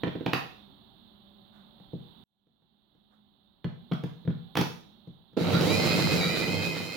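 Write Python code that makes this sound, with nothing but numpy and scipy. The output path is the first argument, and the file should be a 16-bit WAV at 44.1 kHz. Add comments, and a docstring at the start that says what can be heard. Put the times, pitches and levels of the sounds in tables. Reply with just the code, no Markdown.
"""A tiled kitchen with a wooden worktop, where a fridge hums under room tone and microphone hiss.
The plastic lid and motor unit of a small food chopper knock into place: impulses excite damped modes.
Then its geared motor runs up and whines in multiples of the shaft speed, while random blows of food
excite bowl and worktop. The sound is cut once and fades in again; the motor fades towards the end."""
import sys
import numpy as np
from scipy import signal
from scipy.fft import rfft, irfft, next_fast_len
from scipy.io import wavfile
from scipy.ndimage import map_coordinates

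SR = 44100
rng = np.random.default_rng(int(sys.argv[2]) if len(sys.argv) > 2 else 0)


def unload_wav(signal):
    """Save mono or channel-first audio to the path in sys.argv[1] as 16-bit WAV at rate SR, clipped to [-1, 1]."""
    wavfile.write(
        sys.argv[1],
        SR,
        np.round(np.clip(np.atleast_2d(signal).T, -1, 1) * 32767).astype(np.int16),
    )


def volts_from_db(level):
    """Convert decibel levels to linear amplitude ratios."""
    exponent = np.asarray(level, float) / 20
    return 10 ** exponent


N = 306936
T = np.arange(N) / SR
EAR = np.array([[.5], [-.5]])  # shares a left-right difference between the two channels
CUT_S = 2.238
MAINS_HZ = 50


def unit(x):
    """Normalization: scale to rms 1."""
    return x / np.sqrt(np.mean(x ** 2) + 1e-20)


def along(points, hz):
    """Interpolation of (f/Hz, value) points on a logarithmic frequency axis."""
    f, v = np.transpose(points)
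    return np.interp(np.log(hz + 1), np.log(f + 1), v)


def curves(rows):
    """Linear interpolation in time: one value per sample for each column after the time."""
    s, *columns = np.transpose(rows)
    return [np.interp(T, s, column) for column in columns]


def wobble(rate):
    """Slow random modulation: a smooth curve through rate random knots a second."""
    knots = rng.standard_normal(int(N * rate / SR) + 4)
    return map_coordinates(knots, [T * rate])


def chatter(rate, spread_db):
    """Shot noise: two unrelated trains of random blows, rate a second."""
    hits = rng.random((2, N)) < rate / SR
    return hits * rng.standard_normal((2, N)) * volts_from_db(spread_db * rng.standard_normal((2, N)))


def filtered(x, response):
    """Linear filtering: multiply the spectrum by a complex response of frequency."""
    m = next_fast_len(N + SR)
    return irfft(rfft(x, m) * response(np.fft.rfftfreq(m, 1 / SR)), m)[..., :N]


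def resonances(modes):
    """Modal superposition: causal response of broad (f/Hz, width/Hz, level/dB) modes, alternating in sign."""
    def response(f):
        total = 0
        for k, (centre, width, db) in enumerate(modes):
            bandpass = 1j * f * width / (centre * centre - f * f + 1j * f * width)
            total = total + (-1) ** k * volts_from_db(db) * bandpass
        return total
    return response


def spread(pair, spectrum, alike, balance=((100, 0),)):
    """Interchannel coherence: colour two unrelated signals and mix them to a stereo pair of rms 1."""
    def mid_side(hz):
        angle = np.arccos(np.clip(along(alike, hz), -1, 1)) / 2
        return volts_from_db(along(spectrum, hz)) * [np.cos(angle), np.sin(angle)]

    mid, side = filtered(pair, mid_side)
    stereo = np.array([mid + side, mid - side])
    return unit(filtered(stereo, lambda hz: volts_from_db(np.outer([.5, -.5], along(balance, hz)))))


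def ring(modes):
    """Modal decay: stereo impulse response of a struck object."""
    t = T[:SR // 2]
    total = 0
    for hz, db, t60, pan_db, lead in modes:
        decay = volts_from_db(db + EAR * pan_db - 60 * t / t60)
        onset = 1 - np.exp(-t * hz * 2)
        total = total + decay * np.sin(2 * np.pi * hz * t + EAR * lead) * onset
    return total


def strike(force, modes):
    """Convolution: the object's answer to a force."""
    return signal.fftconvolve(force[None], ring(modes), axes=1)[:, :N]


# reverberation of the tiled kitchen: f/Hz, t60/s
REVERBERATION = [(100, 0.44), (400, 0.49), (2000, 0.42), (6000, 0.46), (14000, 0.42)]


def tails(count):
    """Diffuse reverberation: echoes build up, then each frequency dies at its own speed."""
    hz, t, z = signal.stft(rng.standard_normal((count, 2, SR // 2)), SR, nperseg=256)
    decay = volts_from_db(-60 * t / along(REVERBERATION, hz)[:, None])
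    build_up = 1 - 0.17 * np.exp(-t / 0.014)
    tail = signal.istft(z * decay * build_up, SR, nperseg=256)[1]
    tail = tail / np.linalg.norm(tail[0, 0])
    return np.pad(tail, ((0, 0), (0, 0), (220, 0)))  # delay of 220 samples, about 5 ms


def room(x):
    """Room response: the kitchen's answer to a sound, by convolution."""
    return signal.fftconvolve(x.mean(0)[None], tails(count=1)[0], axes=1)[:, :N]


# coherence of diffuse noise: f/Hz, left-right likeness
DIFFUSE_ALIKE = [(60, 0.19), (240, 0.24), (950, 0.08), (3770, 0.033), (15000, 0.0076)]
# balance of diffuse noise: f/Hz, left-right level/dB
DIFFUSE_BALANCE = [(60, 0), (180, -3), (550, -5.5), (1650, -12.5), (4970, -18.5), (15000, -3)]


def diffuse(pair, spectrum):
    """Diffuse field: noise with weakly coherent channels."""
    return spread(pair, spectrum, DIFFUSE_ALIKE, DIFFUSE_BALANCE)


# spectrum of room tone and microphone hiss: f/Hz, relative density level/dB
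AIR_SPECTRUM = [(15, -51), (25, -12), (166, -5.5), (206, -3.5), (263, -15.5), (394, -10.5), (439, -22),
                (796, -15.5), (2410, -38.5), (3250, -20.5), (3620, -15.5), (4250, -24), (5000, -49.5),
                (5880, -63.5), (16000, -34.5)]


def air():
    """Stationary noise: white noise shaped into room tone and microphone hiss."""
    return volts_from_db(6.5) * diffuse(rng.standard_normal((2, N)), AIR_SPECTRUM)


# fridge hum: f/Hz, relative level/dB, wavering rate/Hz, left-right level/dB, left lead/rad
FRIDGE_TONES = [(203.7, 2.5, 10, -5.5, -0.68), (230, -1.5, 14, -3.5, -1), (286, -9, 18, -1.5, -0.7),
                (580, -15, 4.5, -5, 0.031), (766, -15.5, 24, -7, -0.67)]


def fridge():
    """Narrow-band noise: tones wavering randomly in level and phase."""
    hum = 0
    for hz, db, rate, pan_db, lead in FRIDGE_TONES:
        level = volts_from_db(db + EAR * pan_db + 5.1 * wobble(rate))
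        hum = hum + level * np.cos(2 * np.pi * hz * T + EAR * lead + 2.1 * wobble(rate))
    return hum


# drift of the background: t/s, relative level/dB
BACKGROUND_DRIFT = [(0.0, -57), (0.36, -60.5), (0.92, -65), (1.6, -66), (2.06, -62.5), (3.0, -65),
                    (3.69, -69), (3.84, -62.5), (4.67, -63.5), (4.87, -66), (5.33, -70)]


def background():
    """Superposition of unrelated sources: room noise and fridge, fading in again after the cut."""
    fade_length_s, fade_power = 2.62, 0.97
    rise = np.clip((T - CUT_S) / fade_length_s, 0, 1) ** fade_power
    fade_in = np.where(T < CUT_S, 1, rise)
    return fade_in * volts_from_db(curves(BACKGROUND_DRIFT)[0]) * (air() + fridge())


# cloth brushing: t/s, relative level/dB, length/s
CLOTH_STROKES = [(1.519, -64, 0.19), (2.166, -73.5, .05), (3.104, -70.5, 0.11)]
# spectrum of the cloth: f/Hz, relative density level/dB
CLOTH_SPECTRUM = [(300, -23), (500, 9), (1500, 7), (2600, -15), (6000, -25), (15000, -22)]


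def rustle():
    """Friction noise: dense small blows in short soft swells of cloth against the worktop."""
    swell = 0
    for s, db, length in CLOTH_STROKES:
        u = np.clip(T - s, 0, 9) * 4 / length
        swell = swell + volts_from_db(db) * np.exp(1 - u) * u
    return swell * diffuse(chatter(5500, spread_db=3.0), CLOTH_SPECTRUM)


# modes of the worktop under the bowl: f/Hz, level/dB, t60/s, left-right level/dB, left lead/rad
WORKTOP_MODES = [(102.5, -14.5, 0.4, -8.5, 2.7), (138.8, -6, 0.2, -2, .3), (160.65, -7, 0.27, -0.5, 0.23),
                 (172.2, -0.5, 0.24, 4, .1), (226.3, -7, 0.18, -2.5, 0.46)]


def worktop(force):
    """Forced plate vibration: the worktop's modes answer a force."""
    return strike(force, WORKTOP_MODES)


# modes of the bowl walls: f/Hz, level/dB, t60/s, left-right level/dB, left lead/rad
BOWL_MODES = [(264.8, -5, 0.15, -1.5, 0.42), (303.7, 0.5, 0.083, -9.5, 1), (325, -0.2, .12, -5, 0.78),
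              (356.2, -2, 0.13, -6.5, .6), (425.5, 4.5, 0.052, -9.5, 0.24),
              (470.6, -1.5, 0.092, -10.5, 0.14), (635, -7, 0.075, -6.5, 0.22), (821, -8, 0.054, -5, .4)]


def bowl(force):
    """Forced shell vibration: the bowl walls' modes answer a force."""
    return strike(force, BOWL_MODES)


# lower modes of lid and housing plastic: f/Hz, width/Hz, level/dB
PLASTIC_LOW = [(645, 203, 2), (900, 430, 1.5), (1530, 536, -1.5)]
# upper modes of lid and housing plastic: f/Hz, width/Hz, level/dB
PLASTIC_HIGH = [(2340, 664, 1.5), (3350, 371, 3), (4340, 340, -4.5)]
# treble of a snap: f/Hz, relative density level/dB
SNAP_SPECTRUM = [(2500, -44.5), (4500, 5), (6000, -4.5), (8300, -19.5), (11000, -11), (13500, -12.5),
                 (15500, -9)]


def plastic(low, high, snap):
    """Damped resonance: click bursts excite the broad lid modes, and the snap adds treble."""
    lid = filtered(low, resonances(PLASTIC_LOW)) - filtered(high, resonances(PLASTIC_HIGH))
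    return lid * volts_from_db(-4 * EAR) + filtered(snap, lambda hz: volts_from_db(along(SNAP_SPECTRUM, hz)))


# contacts: t/s, then relative worktop thud level/dB, bowl knock level/dB, plastic click level/dB,
# treble snap level re click/dB
CONTACTS = [(0.0339, -30.5, -26, -26, -35), (0.0693, -32.5, -30, -40, -30), (0.079, -51, -35, -35, -32),
            (0.1531, -37, -32, -43.5, -28.5), (0.208, -42, -32.5, -45, -27.5),
            (0.2614, -30, -27, -22.5, -28), (0.2774, -37, -36, -43, -27),
            (0.3325, -31.5, -26.5, -15.5, -24.5), (0.3405, -35.5, -58, -37.5, -8.5),
            (1.7996, -52, -57, -65.5, -21.5), (1.9335, -33.5, -36, -67.5, -17),
            (1.9997, -46, -55.5, -64.5, -23), (2.4692, -69, -68.5, -81, -19.5),
            (2.6208, -68.5, -73.5, -83.5, -19), (2.9494, -68, -68, -77, -18),
            (3.6432, -39.5, -42, -35, -33.5), (3.6459, -25.5, -36.5, -54, -18), (3.914, -30, -32, -41, -26),
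            (3.919, -25.5, -51, -31.5, -30.5), (3.9336, -37, -43.5, -41, -18.5),
            (4.0364, -29.5, -34, -39.5, -19), (4.0432, -43, -46, -47.5, -21),
            (4.2509, -37.5, -46, -59, -21), (4.2756, -21.5, -31.5, -40, -32.5),
            (4.3022, -51, -41.5, -47, -26), (4.5533, -35, -35.5, -26, -23), (4.567, -27.5, -39.5, -29, -18),
            (4.571, -37, -26, -17.5, -17), (4.5873, -22.5, -27.5, -32.5, -10),
            (4.6114, -43.5, -27, -25, -13), (5.0734, -41, -49, -68.5, -15), (5.332, -55, -57, -68, -17),
            (5.367, -36.5, -31.5, -39.5, -24), (5.3719, -41, -21, -36, -26),
            (5.4077, -26, -29.5, -40, -19.5), (5.5352, -22.5, -38, -31.5, -15),
            (5.548, -40, -28.5, -33, -14), (5.5666, -33, -43, -32, -13.5), (5.6093, -26.5, -27.5, -28, -11)]


def knocks():
    """Impact excitation: contacts push worktop and bowl and snap the plastic; each snap stirs the room anew."""
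    thud, knock = np.zeros((2, N + SR))
    clicks = np.zeros((3, 2, N + SR))
    t = T[:2000]
    soft = t * np.exp(-t / 4e-4)
    firm = t * np.exp(-t / 2.5e-4)
    envelope = volts_from_db(-60 * t / 0.021) * (1 - np.exp(-t / 0.0004))
    bursts = rng.standard_normal((len(CONTACTS), len(t))) * envelope
    for contact, burst, tail in zip(CONTACTS, bursts, tails(count=len(CONTACTS))):
        s, thud_db, knock_db, click_db, snap_db = contact
        at = round(s * SR)
        thud[at:][:len(t)] += volts_from_db(thud_db + 5.0) * soft / soft.sum()
        knock[at:][:len(t)] += volts_from_db(knock_db + 2) * firm / firm.sum()
        heard = volts_from_db(1.5) * signal.fftconvolve(burst[None], tail, axes=1)
        heard[:, :len(t)] += burst  # direct sound over its reverberation
        # the lower lid modes fall more slowly than the click
        low_db = 0.85 * (click_db + 19) - 6.5
        gains = volts_from_db(np.array([low_db, click_db + 7.5, click_db + snap_db + 18]))
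        clicks[..., at:at + heard.shape[1]] += gains[:, None, None] * heard
    low, high, snap = clicks[..., :N]
    body = worktop(thud) + bowl(knock)
    return body + volts_from_db(-7.5) * room(body) + plastic(low, high, snap)


def mains_pulse():
    """Torque ripple: torque, and so motor sound, pulses at twice the mains frequency."""
    return np.sin(2 * np.pi * 2 * MAINS_HZ * T)


# motor run: t/s, shaft speed/(turns per s), food load level on the blade/dB, gear strain level/dB
MOTOR_RUN = [(5.368, 128, -6, -7), (5.42, 156, -3.5, -5), (5.526, 220, 1.5, 2), (5.56, 235, -3, 2.5),
             (5.62, 250, -0.5, 5), (5.664, 340, 1.5, -0.5), (5.71, 393, 1.5, 0.5), (5.78, 414, -1, 3),
             (5.886, 416, 1.5, -1), (5.94, 420, -0.5, -1), (6.042, 412, -0.5, 0), (6.16, 418, 3, 0.5),
             (6.205, 386, 0, 3.5), (6.24, 381, -1.5, 6), (6.29, 398, -2.5, 2.5), (6.36, 406, -0.5, 0.5),
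             (6.462, 404, -1.5, -0.5), (6.556, 421, -0.5, -1), (6.8, 412, -1.5, -5),
             (6.96, 418, -2.5, -1.5)]


def running_state():
    """Operating point: start gate, shaft speed, food load and gear strain over time."""
    gate = np.clip((T - MOTOR_RUN[0][0]) / 0.0031, 0, 1)
    return gate, *curves(MOTOR_RUN)


def drive_level(db, per_octave, per_load, per_strain):
    """Power law: a gain of db at full speed, with dB slopes per speed octave and per dB of load and strain."""
    full_hz = 418  # unloaded shaft speed
    _, shaft_hz, load_db, strain_db = running_state()
    octaves = np.log2(shaft_hz / full_hz)
    return volts_from_db(db + per_octave * octaves + per_load * load_db + per_strain * strain_db)


# coherence of motor noise: f/Hz, left-right likeness
MOTOR_COHERENCE = [(60, -1.1), (150, 0.73), (380, 0.42), (950, 0.65), (2380, 0.23), (5980, 0.14),
                   (15000, -0.13)]
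# balance of motor noise: f/Hz, left-right level/dB
MOTOR_BALANCE = [(60, 31.5), (150, -4.5), (380, -9.5), (950, -7.5), (2380, -7), (5980, -2.5), (15000, 2.5)]


def motor_stereo(pair, spectrum=((100, 0),)):
    """Partial coherence: motor noise as a coloured stereo pair."""
    return spread(pair, spectrum, MOTOR_COHERENCE, MOTOR_BALANCE)


# sharp housing modes: f/Hz, width/Hz, level/dB
SHARP_MODES = [(1358, 140, 1.5), (3848, 205, 2.5), (4680, 65, -0.5)]


def sharp_housing(f):
    """Structural resonance: response of the sharp housing modes."""
    return resonances(SHARP_MODES)(f)


# brushes and cooling air: f/Hz, relative density level/dB
HISS_SPECTRUM = [(2650, -25), (4500, -5), (5180, -9), (5660, -9.5), (7610, -13.5), (8440, -22.5),
                 (9970, -15.5), (13000, -18), (14700, -17.5), (15600, -17)]


def brush_hiss():
    """Modulated broadband noise: brushes and cooling air hiss with the mains pulse."""
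    sparks = rng.standard_normal((2, N)) * (1 + 0.16 * mains_pulse()) * volts_from_db(1.5 * wobble(30))
    return drive_level(-38, 7.2, 0.3, 0.05) * motor_stereo(sparks, HISS_SPECTRUM)


# broad housing modes: f/Hz, width/Hz, level/dB
HOUSING_MODES = [(1300, 420, 0.5), (2220, 500, 0.5), (3150, 330, -2.5), (3915, 350, 6), (4640, 910, -4.5),
                 (5500, 140, -11.5)]


def housing_rattle():
    """Random excitation: dense blows shake the broad housing modes."""
    shake = chatter(4000, spread_db=3.5) * (1 + 0.11 * mains_pulse()) * volts_from_db(3.0 * wobble(25))
    rattle = motor_stereo(filtered(shake, resonances(HOUSING_MODES)))
    return drive_level(-36.5, 3, 0.4, 0.05) * rattle


def gear_growl():
    """Intermittent excitation: teeth and brushes catching under gear strain ring the sharp modes in bursts."""
    catch = chatter(1500, spread_db=1.5) * volts_from_db(4.5 * wobble(40))
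    growl = motor_stereo(filtered(catch, lambda f: sharp_housing(f) ** 2))
    return drive_level(-46.5, -4, -1.1, 1.1) * growl


# running bowl rocking on its rubber base: f/Hz, width/Hz, level/dB
BASE_BOUNCE = [(172, 110, 0)]
# food against the walls: f/Hz, relative density level/dB
FOOD_SPECTRUM = [(24, -62), (40, -24.5), (168, -13.5), (207, -11), (354, -12), (475, -9), (999, -22),
                 (1390, -24), (1830, -36), (2500, -22), (3250, -25.5), (5500, -120)]


def food_batter():
    """Random impacts: food batters bowl and worktop, over a hum at twice the mains frequency."""
    blows = chatter(400, spread_db=2.5) * volts_from_db(2.5 * wobble(14))
    batter = 0.65 * unit(worktop(filtered(blows[0], resonances(BASE_BOUNCE))))
    batter += 0.43 * unit(bowl(blows[1]))
    batter += 0.65 * motor_stereo(chatter(900, spread_db=0.5), FOOD_SPECTRUM)
    hum_level = volts_from_db(-14 + 5.2 * wobble(12) - 14.0 * EAR)
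    hum = hum_level * np.sin(2 * np.pi * 2 * MAINS_HZ * T + 1.9 * EAR)
    return drive_level(-26.5, 1, 0.94, 0.05) * (batter + hum)


def tones(orders, turns, flutter_db, blur):
    """Order synthesis: stereo sines on multiples of the shaft, wavering in level and phase (blur/rad)."""
    total = 0
    for k, db in orders:
        level = volts_from_db(db + flutter_db * (wobble(25) + EAR * wobble(40)))
        phase = 2 * np.pi * k * turns + blur * (wobble(90) + EAR * wobble(45))
        total = total + level * np.cos(phase)
    return unit(total)


# gear and commutator tones: multiple of shaft speed, relative level/dB
MAIN_ORDERS = [(5, -4.5), (6, 0)]
# upper tones: multiple of shaft speed, relative level/dB
UPPER_ORDERS = [(10, 2.5), (11.2, -12.5), (12, -3), (12.6, -4.5), (18, -11), (24, -18)]
# purer tone: multiple of shaft speed, relative level/dB
PURE_ORDER = [(7.5, 0)]


def gear_whine():
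    """Rotational harmonics: tones follow the shaft and swell when they cross a housing mode."""
    _, shaft_hz, _, _ = running_state()
    pulse = mains_pulse()
    turns = np.cumsum(shaft_hz * (1 + 0.0064 * wobble(55) + 0.0094 * pulse)) / SR
    steady_turns = np.cumsum(shaft_hz) / SR
    main = tones(MAIN_ORDERS, turns, flutter_db=3.0, blur=1.0)
    upper = tones(UPPER_ORDERS, turns, flutter_db=2.0, blur=1.0)
    pure = tones(PURE_ORDER, steady_turns, flutter_db=1.5, blur=0.23)
    whine = drive_level(-36, 22, -0.77, 0.06) * volts_from_db(-6.7 * EAR) * main
    whine += drive_level(-39, 24, 0.1, 0.4) * volts_from_db(-1.5 * EAR) * upper
    # the steep speed slope lets the purer tone show only near full speed
    whine += drive_level(-49.5, 41, -1.2, -0.7) * volts_from_db(2.4 * wobble(6) - 3 * EAR) * pure
    return filtered(whine * (1 + 0.61 * pulse), lambda f: 1 + 2.54 * sharp_housing(f))


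def motor():
    """Source superposition: hiss, rattle, growl, food and whine, gated by the motor's start."""
    gate = running_state()[0]
    noises = brush_hiss() + housing_rattle() + gear_growl() + food_batter()
    return gate * (noises + gear_whine())


def scene():
    """Linear superposition: background, knocks and motor in the kitchen."""
    fade_out_s, fade_out_length_s = 5.984, 1.306
    # the cut silences what still rings
    after_cut = np.where(T < CUT_S, 1, np.clip((T - CUT_S) / 0.29, 0, 1))
    hits = (knocks() + rustle()) * after_cut
    drive = motor() * np.clip(1 - (T - fade_out_s) / fade_out_length_s, 0, 1)
    # the microphones pick up little of the hits and motor below about 80 Hz
    low_cut = signal.butter(3, 80, "high", fs=SR, output="sos")
    return background() + signal.sosfilt(low_cut, hits + drive + volts_from_db(-4.0) * room(drive))


def band_limit(x):
    """A steep low-pass at the top of the band."""
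    return signal.sosfilt(signal.butter(12, 16640, fs=SR, output="sos"), x)


def record(dry):
    """Band limitation: a microphone pair whose signal ends at an upper frequency limit."""
    top_hz = 15900
    mix = filtered(dry, lambda hz: hz < top_hz)
    return band_limit(mix)


dry = scene()
out = record(dry)
unload_wav(out)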